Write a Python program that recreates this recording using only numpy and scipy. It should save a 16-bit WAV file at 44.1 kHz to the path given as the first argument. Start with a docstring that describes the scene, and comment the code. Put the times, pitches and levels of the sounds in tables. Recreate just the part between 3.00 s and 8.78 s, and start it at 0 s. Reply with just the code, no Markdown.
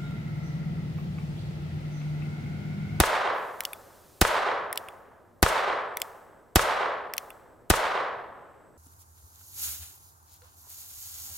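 """Five shots of a small single-action revolver outdoors, close to a stereo microphone, thumb-cocked in between.
Each shot: a noise burst for the hammer, then pressure pulses for the blast and its bounces, flattened by the
microphone. Shaped noise is the scatter from brush and trees, duller the further it has gone; trunks echo pulses.
Lockwork clicks are noise bursts through resonances. Distant air, a faint insect and hiss are filtered noise."""
import sys
import numpy as np
from scipy import signal
from scipy.fft import rfft, irfft
from scipy.io import wavfile

SR = 44100
rng = np.random.default_rng(int(sys.argv[2]) if len(sys.argv) > 2 else 0)


def generate_wav(sig):
    """Save sig (samples, or channels by samples) to the path in sys.argv[1] as 16-bit PCM at SR."""
    pcm = np.round(np.clip(np.atleast_2d(sig).T, -1, 1) * 32767).astype(np.int16)
    wavfile.write(sys.argv[1], SR, pcm)


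N = 254718
ECHO_LENGTH = int(1.6 * SR)
TIME_S = np.arange(N) / SR
AGE_S = TIME_S[:ECHO_LENGTH]


def undb(db):
    """Decibels to gain."""
    return 10 ** (np.asarray(db) / 20)


def unit(x):
    """Scale to rms 1."""
    return x / np.sqrt(np.mean(x ** 2))


def pan(left_minus_right_db):
    """Left and right gains for a level difference."""
    return undb(np.array([[left_minus_right_db], [-left_minus_right_db]]) / 2)


def add(out, sound, start_s):
    """Mix a sound in at a time, no earlier than 0."""
    start = max(int(start_s * SR), 0)
    part = sound[..., :out.shape[-1] - start]
    out[..., start:start + part.shape[-1]] += part


def noise(size, side_db):
    """White stereo noise: a common mid plus an opposed side signal at side_db, rms 1."""
    mid, side = rng.standard_normal((2, size))
    return unit(mid + undb(side_db) * side * np.array([[1], [-1]]))


def colour(x, points):
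    """Filter by (frequency [Hz], level [dB]) points; white noise keeps its power."""
    hz, db = np.transpose(points)
    f = np.fft.rfftfreq(x.shape[-1], 1 / SR)
    gain = unit(undb(np.interp(np.log(f + 1), np.log(hz), db)))
    return irfft(rfft(x) * gain, x.shape[-1])


def ring(x, hz, width_hz):
    """One resonance, gain 1 at its centre."""
    b, a = signal.iirpeak(min(hz, SR / 2 - 1), hz / width_hz, fs=SR)
    return signal.lfilter(b, a, x)


def wander(size, count):
    """Random values joined by straight lines."""
    return np.interp(np.arange(size), np.linspace(0, size, count), rng.standard_normal(count))


# spectrum of distant air: (frequency [Hz], relative density [dB per Hz])
AIR_COLOUR = [(20, -2.5), (90, 7), (200, 1), (330, 4.5), (560, 3), (1000, -9.5), (1600, -13.5),
              (2500, -31.5), (5000, -39.5)]


def distant_air():
    """Low-pitched noise whose level swells slowly."""
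    level = undb(-58.5 + 1.0 * wander(N, count=24))
    return level * colour(noise(N, side_db=-6.5), AIR_COLOUR)


# swells of the buzz: (crest time [s], half length [s], level [dB])
INSECT_SWELLS = [(3.147, .3, -78.5), (4.425, 0.18, -78.5), (5.748, .4, -79.5)]
INSECT_REST_DB = -91.5


def insect():
    """A thin buzz, noise through two close resonances, that comes and goes."""
    level = undb(INSECT_REST_DB)
    for crest_s, half_s, db in INSECT_SWELLS:
        level = level + undb(db) * np.exp(-((TIME_S - crest_s) / half_s) ** 2)
    buzz = ring(ring(noise(N, side_db=-9.5), hz=7850, width_hz=450), hz=7980, width_hz=600)
    return level * unit(buzz)


# spectrum of hiss: (frequency [Hz], relative density [dB per Hz])
HISS_COLOUR = [(100, -5.5), (6000, 5), (11000, 4.5), (14800, 6.5), (15600, -1), (16200, -30)]
HISS_DB, ADDED_HISS_DB = -78, -62.5
LOUD_HISS_FROM_S, LOUD_HISS_TO_S, HISS_RAMP_S = 0.31, 1.25, .06


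def hiss():
    """Steady bright noise that stands higher for one early stretch."""
    inside_s = np.minimum(TIME_S - LOUD_HISS_FROM_S, LOUD_HISS_TO_S - TIME_S)
    raised = np.clip(inside_s / HISS_RAMP_S, 0, 1)
    level = undb(HISS_DB) + undb(ADDED_HISS_DB) * raised
    return level * colour(noise(N, side_db=-15.5), HISS_COLOUR)


def background():
    """Distant air, insect and hiss together."""
    return distant_air() + insect() + hiss()


def contact():
    """A hard touch of steel on steel: a burst of micro-impacts that dies in a few milliseconds."""
    t = AGE_S[:SR // 20]
    return noise(len(t), side_db=-11.5) * np.exp(-t / 0.0012) * (1 - np.exp(-t / 0.00011))


def click(x, db):
    """Scale a click so that its energy, spread over a millisecond, has this level."""
    energy_per_channel = np.sum(x ** 2) / len(x)
    return x * undb(db) / np.sqrt(energy_per_channel / (SR / 1000))


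# thumb strokes: (half-cock time [s], half to full cock [s], half-cock level [dB], full-cock level [dB])
STROKES = [(.606, .0457, -21.5, -20.5), (1.728, 0.047, -23, -21), (2.9707, .047, -22, -19.5),
           (4.137, 0.043, -24.5, -19.5)]
# thumb lets go, hammer settles on the sear: (time [s], tick level [dB], knock level [dB])
SETTLING = [(0.7322, -28.5, -29), (1.8858, -41.5, -34), (4.3039, -39, -37.5)]
# part tone: (lower pawl modes' boost [dB], frame knock [Hz], ping against knock [dB])
HALF_COCK = (1.1, 2090, -23.5)
RATCHET = (-1, 2500, -10.5)
FULL_COCK = (3.5, 2770, -21)
SETTLE = (-19.5, 2540, -12.5)
RATCHET_AFTER_S, RATCHET_DB = .03, -36
# frame knock against the tick that sets it off
HALF_KNOCK_DB, RATCHET_KNOCK_DB, FULL_KNOCK_DB = -2.5, -8.5, -2


def lock_clicks():
    """Every stroke passes half cock, turns the cylinder and ends at full cock; rows (s, tick dB, knock dB, part)."""
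    clicks = [(s, tick_db, knock_db, SETTLE) for s, tick_db, knock_db in SETTLING]
    for s, stroke_s, half_db, full_db in STROKES:
        clicks += [(s, half_db, half_db + HALF_KNOCK_DB, HALF_COCK),
                   (s + RATCHET_AFTER_S, RATCHET_DB, RATCHET_DB + RATCHET_KNOCK_DB, RATCHET),
                   (s + stroke_s, full_db, full_db + FULL_KNOCK_DB, FULL_COCK)]
    return clicks


# lockwork resonances: (nominal frequency [Hz], width [Hz], relative level [dB])
PAWL_MODES = [(4550, 180, -2), (5580, 680, -1), (7930, 820, -1), (10670, 1340, 4.5), (12600, 2000, 0.5),
              (14400, 520, -6.5)]


def cocking():
    """The sear drops over its notches and the cylinder locks; the hand damps the steel at once."""
    clicks = np.zeros((2, N))
    hz, width_hz, mode_db = np.transpose(PAWL_MODES)
    lower = hz < 9000
    for s, tick_db, knock_db, (lower_db, knock_hz, ping_db) in lock_clicks():
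        push = contact()
        detuned_hz = hz * (1 + 0.065 * rng.standard_normal(len(hz)))
        gains = undb(mode_db + lower_db * lower)
        tick = sum(g * ring(push, f, w) for f, w, g in zip(detuned_hz, width_hz, gains))
        knock = ring(ring(contact(), knock_hz, width_hz=860), knock_hz, width_hz=1300)
        ping = ring(ring(push, hz=3455, width_hz=48), hz=3490, width_hz=440)
        add(clicks, click(tick, tick_db) + click(knock, knock_db) + click(ping, knock_db + ping_db), s)
    # a smooth wash of hiss lingers after each click
    fade = np.exp(-1 / (.065 * SR))
    lingering = np.sqrt(signal.lfilter([1 - fade], [1, -fade], np.mean(clicks ** 2, axis=0)))
    out = clicks + undb(-20.5) * lingering * noise(N, side_db=-15)
    add(out, undb(-24.0) * clicks, .007)  # off the ground
    return out


def blast_wave(delay_s, push_s, rise_s):
    """A shock front, a short overpressure and a longer suction."""
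    t = np.maximum(AGE_S - delay_s, 0)
    return (1 - np.exp(-t / rise_s)) * (1 - t / push_s) * np.exp(-t / push_s)


def absorb(x, loss_db_per_s, power, reach_s):
    """Foliage dulls sound by a loss set at 1 kHz, more in the treble; the latest sound passes over the treetops."""
    f, t, cells = signal.stft(x, SR, nperseg=256)
    loss_db = loss_db_per_s * np.minimum(t, reach_s) * (f[:, None] / 1000) ** power
    return signal.istft(cells * undb(-loss_db), SR)[1][:, :x.shape[-1]]


def stirred(pattern):
    """The scatterers stay put, but aim and moving leaves change their pattern a little."""
    return unit(pattern + .38 * noise(ECHO_LENGTH, side_db=-9))


# stands of trunks, used by both functions below:
# (delay [s], front trunk gain [dB], flurry level [dB], flurry decay [s], left minus right [dB])
TRUNKS = [(.0350, -10.5, -18.5, 0.008, -0.5), (.097, -20, -22, .005, 3), (.129, -23, -25.5, 0.016, -4),
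          (.15, -12.5, -22.5, 0.039, -3), (.249, -20.5, -23.5, 0.064, -2), (.30, -22, -25.5, 0.027, -3)]


def trunk_echoes():
    """Large reflectors each return a short, dull copy of the blast."""
    out = np.zeros((2, ECHO_LENGTH))
    pulse = blast_wave(0, push_s=0.00015, rise_s=.00005)
    knock = ring(ring(pulse, hz=1020, width_hz=1300), hz=1100, width_hz=1400)
    knock = knock / np.abs(knock).max()
    for delay_s, db, _, _, pan_db in TRUNKS:
        add(out, knock * undb(db) * pan(pan_db), delay_s)
    return out


WOOD_NEAR_S, WOOD_RISE_S, WOOD_FAR_S = .02, .032, .34
WOOD_DB, WOOD_FADE_DB_PER_S = -24, 40


def wood_scatter():
    """Scatter strength by delay: rise from the near edge, hold, even fade, and a surge behind each trunk stand."""
    rise = 1 - np.exp(-np.maximum(AGE_S - WOOD_NEAR_S, 0) / WOOD_RISE_S)
    fade_db = WOOD_FADE_DB_PER_S * np.maximum(AGE_S - WOOD_FAR_S, 0)
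    power = (rise * undb(WOOD_DB - fade_db)) ** 2
    for delay_s, _, db, decay_s, pan_db in TRUNKS:
        flurry = (AGE_S >= delay_s) * np.exp(-np.maximum(AGE_S - delay_s, 0) / decay_s)
        power = power + (undb(db) * pan(pan_db) * flurry) ** 2
    return np.sqrt(power)


# spectrum of tree scatter before absorption: (frequency [Hz], relative density [dB per Hz])
TREE_COLOUR = [(30, -35), (130, -26), (270, -24), (430, -4.5), (620, -1), (820, -0.5), (1080, 1.5),
               (1600, -2), (2000, -5), (2400, -10), (3500, -11.5), (6000, -21), (13000, -25.5),
               (16000, -32)]


def wood_echo(trees, trunks, strength):
    """Trunk echoes plus noise-like scatter that loses treble on its way through foliage."""
    scatter = colour(stirred(trees), TREE_COLOUR) * strength
    return trunks + absorb(scatter, loss_db_per_s=14.5, power=0.82, reach_s=0.62)


# spectrum of hammer clash, also of the gas rush: (frequency [Hz], relative density [dB per Hz])
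HAMMER_COLOUR = [(300, -12.5), (2000, -12.5), (4000, -2), (6000, -8.5), (8400, 0), (9400, -8.5), (10500, 0),
                 (14300, -7.5), (16000, -12.5)]


def hammer(ring_s):
    """The hammer slams on the rim of the cartridge: a brief, bright clash of steel."""
    envelope = np.exp(-AGE_S / ring_s) * (1 - np.exp(-AGE_S / .0001))
    return colour(noise(ECHO_LENGTH, side_db=-6), HAMMER_COLOUR) * envelope


# close bounces off shooter and ground: (delay [s], level [dB], left minus right [dB])
BOUNCES = [(.0027, -8, 8.5), (.0054, -10.5, -1.5), (.0079, 2, -1), (.0090, -8, -2.5)]
# spectrum of brush scatter: (frequency [Hz], relative density [dB per Hz])
BRUSH_COLOUR = [(30, -9), (200, -7), (500, -2), (1100, 1), (2000, -5.5), (3500, -11), (8000, -14),
                (14000, -22), (16500, -30)]
GROUND_DELAY_S = .0079


def muzzle(brush):
    """The direct blast with its rush of gas, its close bounces, and scatter from the brush nearby."""
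    direct = undb(15) * blast_wave(0, push_s=.00034, rise_s=.00003)
    bounces = sum(undb(db) * pan(pan_db) * blast_wave(delay_s, push_s=.00048, rise_s=.00008)
                  for delay_s, db, pan_db in BOUNCES)
    # soft ground also returns a long, low swell
    swell_fade = np.exp(-np.maximum(AGE_S - GROUND_DELAY_S, 0) / 0.0054)
    swell = undb(6.5) * blast_wave(GROUND_DELAY_S, push_s=0.0047, rise_s=0.0029) * swell_fade
    gas = undb(-1) * np.exp(-AGE_S / 0.001) * colour(noise(ECHO_LENGTH, side_db=-2), HAMMER_COLOUR)
    scatter_level = undb(-16.0) * np.exp(-AGE_S / 0.0049) + undb(-26.5) * np.exp(-AGE_S / 0.057)
    scatter = scatter_level * colour(brush, BRUSH_COLOUR)
    # twigs at the edge of the wood return only the short waves
    twig_level = undb(-39) * np.exp(-((AGE_S - .06) / 0.0098) ** 2)
    twigs = twig_level * unit(ring(brush, hz=7460, width_hz=6600))
    low_brush = ring(ring(brush, hz=30, width_hz=90), hz=50, width_hz=170)
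    rumble = undb(-38.5) * np.exp(-AGE_S / 0.052) * unit(low_brush)
    return direct + bounces + swell + gas + scatter + twigs + rumble


# shots: (muzzle blast time [s], blast gain [dB], hammer lead [s], hammer gain [dB], echo gain [dB])
SHOTS = [(.0021, 1, 0.00093, -7.5, 1), (1.2156, 0.5, 0.0029, -8.5, 1), (2.428, 1.5, 0.0017, -20.5, 1),
         (3.5587, 2.5, .0023, -11.5, 0.5), (4.703, 1, 0.0027, -11.5, 0)]
SEAR_LEAD_S = .0032  # ahead of the hammer


def shots():
    """The sear slips, the hammer falls, the powder fires; all shots meet the same brush and trees."""
    out = np.zeros((2, N))
    brush = noise(ECHO_LENGTH, side_db=-3.5)
    # trees stand in clumps, so their scatter comes in lumps
    trees = noise(ECHO_LENGTH, side_db=-9.5) * undb(1.2 * wander(ECHO_LENGTH, count=300))
    trunks, strength = trunk_echoes(), wood_scatter()
    for s, blast_db, lead_s, hammer_db, echo_db in SHOTS:
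        echo = wood_echo(trees, trunks, strength)
        sear = ring(hammer(ring_s=0.00073), hz=12500, width_hz=5700)
        add(out, undb(-24.5) * sear, s - lead_s - SEAR_LEAD_S)
        add(out, undb(hammer_db) * hammer(ring_s=0.0016), s - lead_s)
        add(out, undb(blast_db) * muzzle(stirred(brush)) + undb(echo_db) * echo, s)
    return out


def scene():
    """The quiet outdoors, cocking and shots."""
    return background() + cocking() + shots()


def record(dry):
    """The microphone flattens the blast peaks; the recorder blocks the deepest bass and cuts the top."""
    ceiling, knee, top_hz = .56, 4, 15900
    flattened = dry / (1 + np.abs(dry / ceiling) ** knee) ** (1 / knee)
    coupled = signal.sosfilt(signal.butter(1, 2, "high", fs=SR, output="sos"), flattened)
    return signal.sosfiltfilt(signal.ellip(8, .1, 60, top_hz, fs=SR, output="sos"), coupled)


dry = scene()
out = record(dry)
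generate_wav(out)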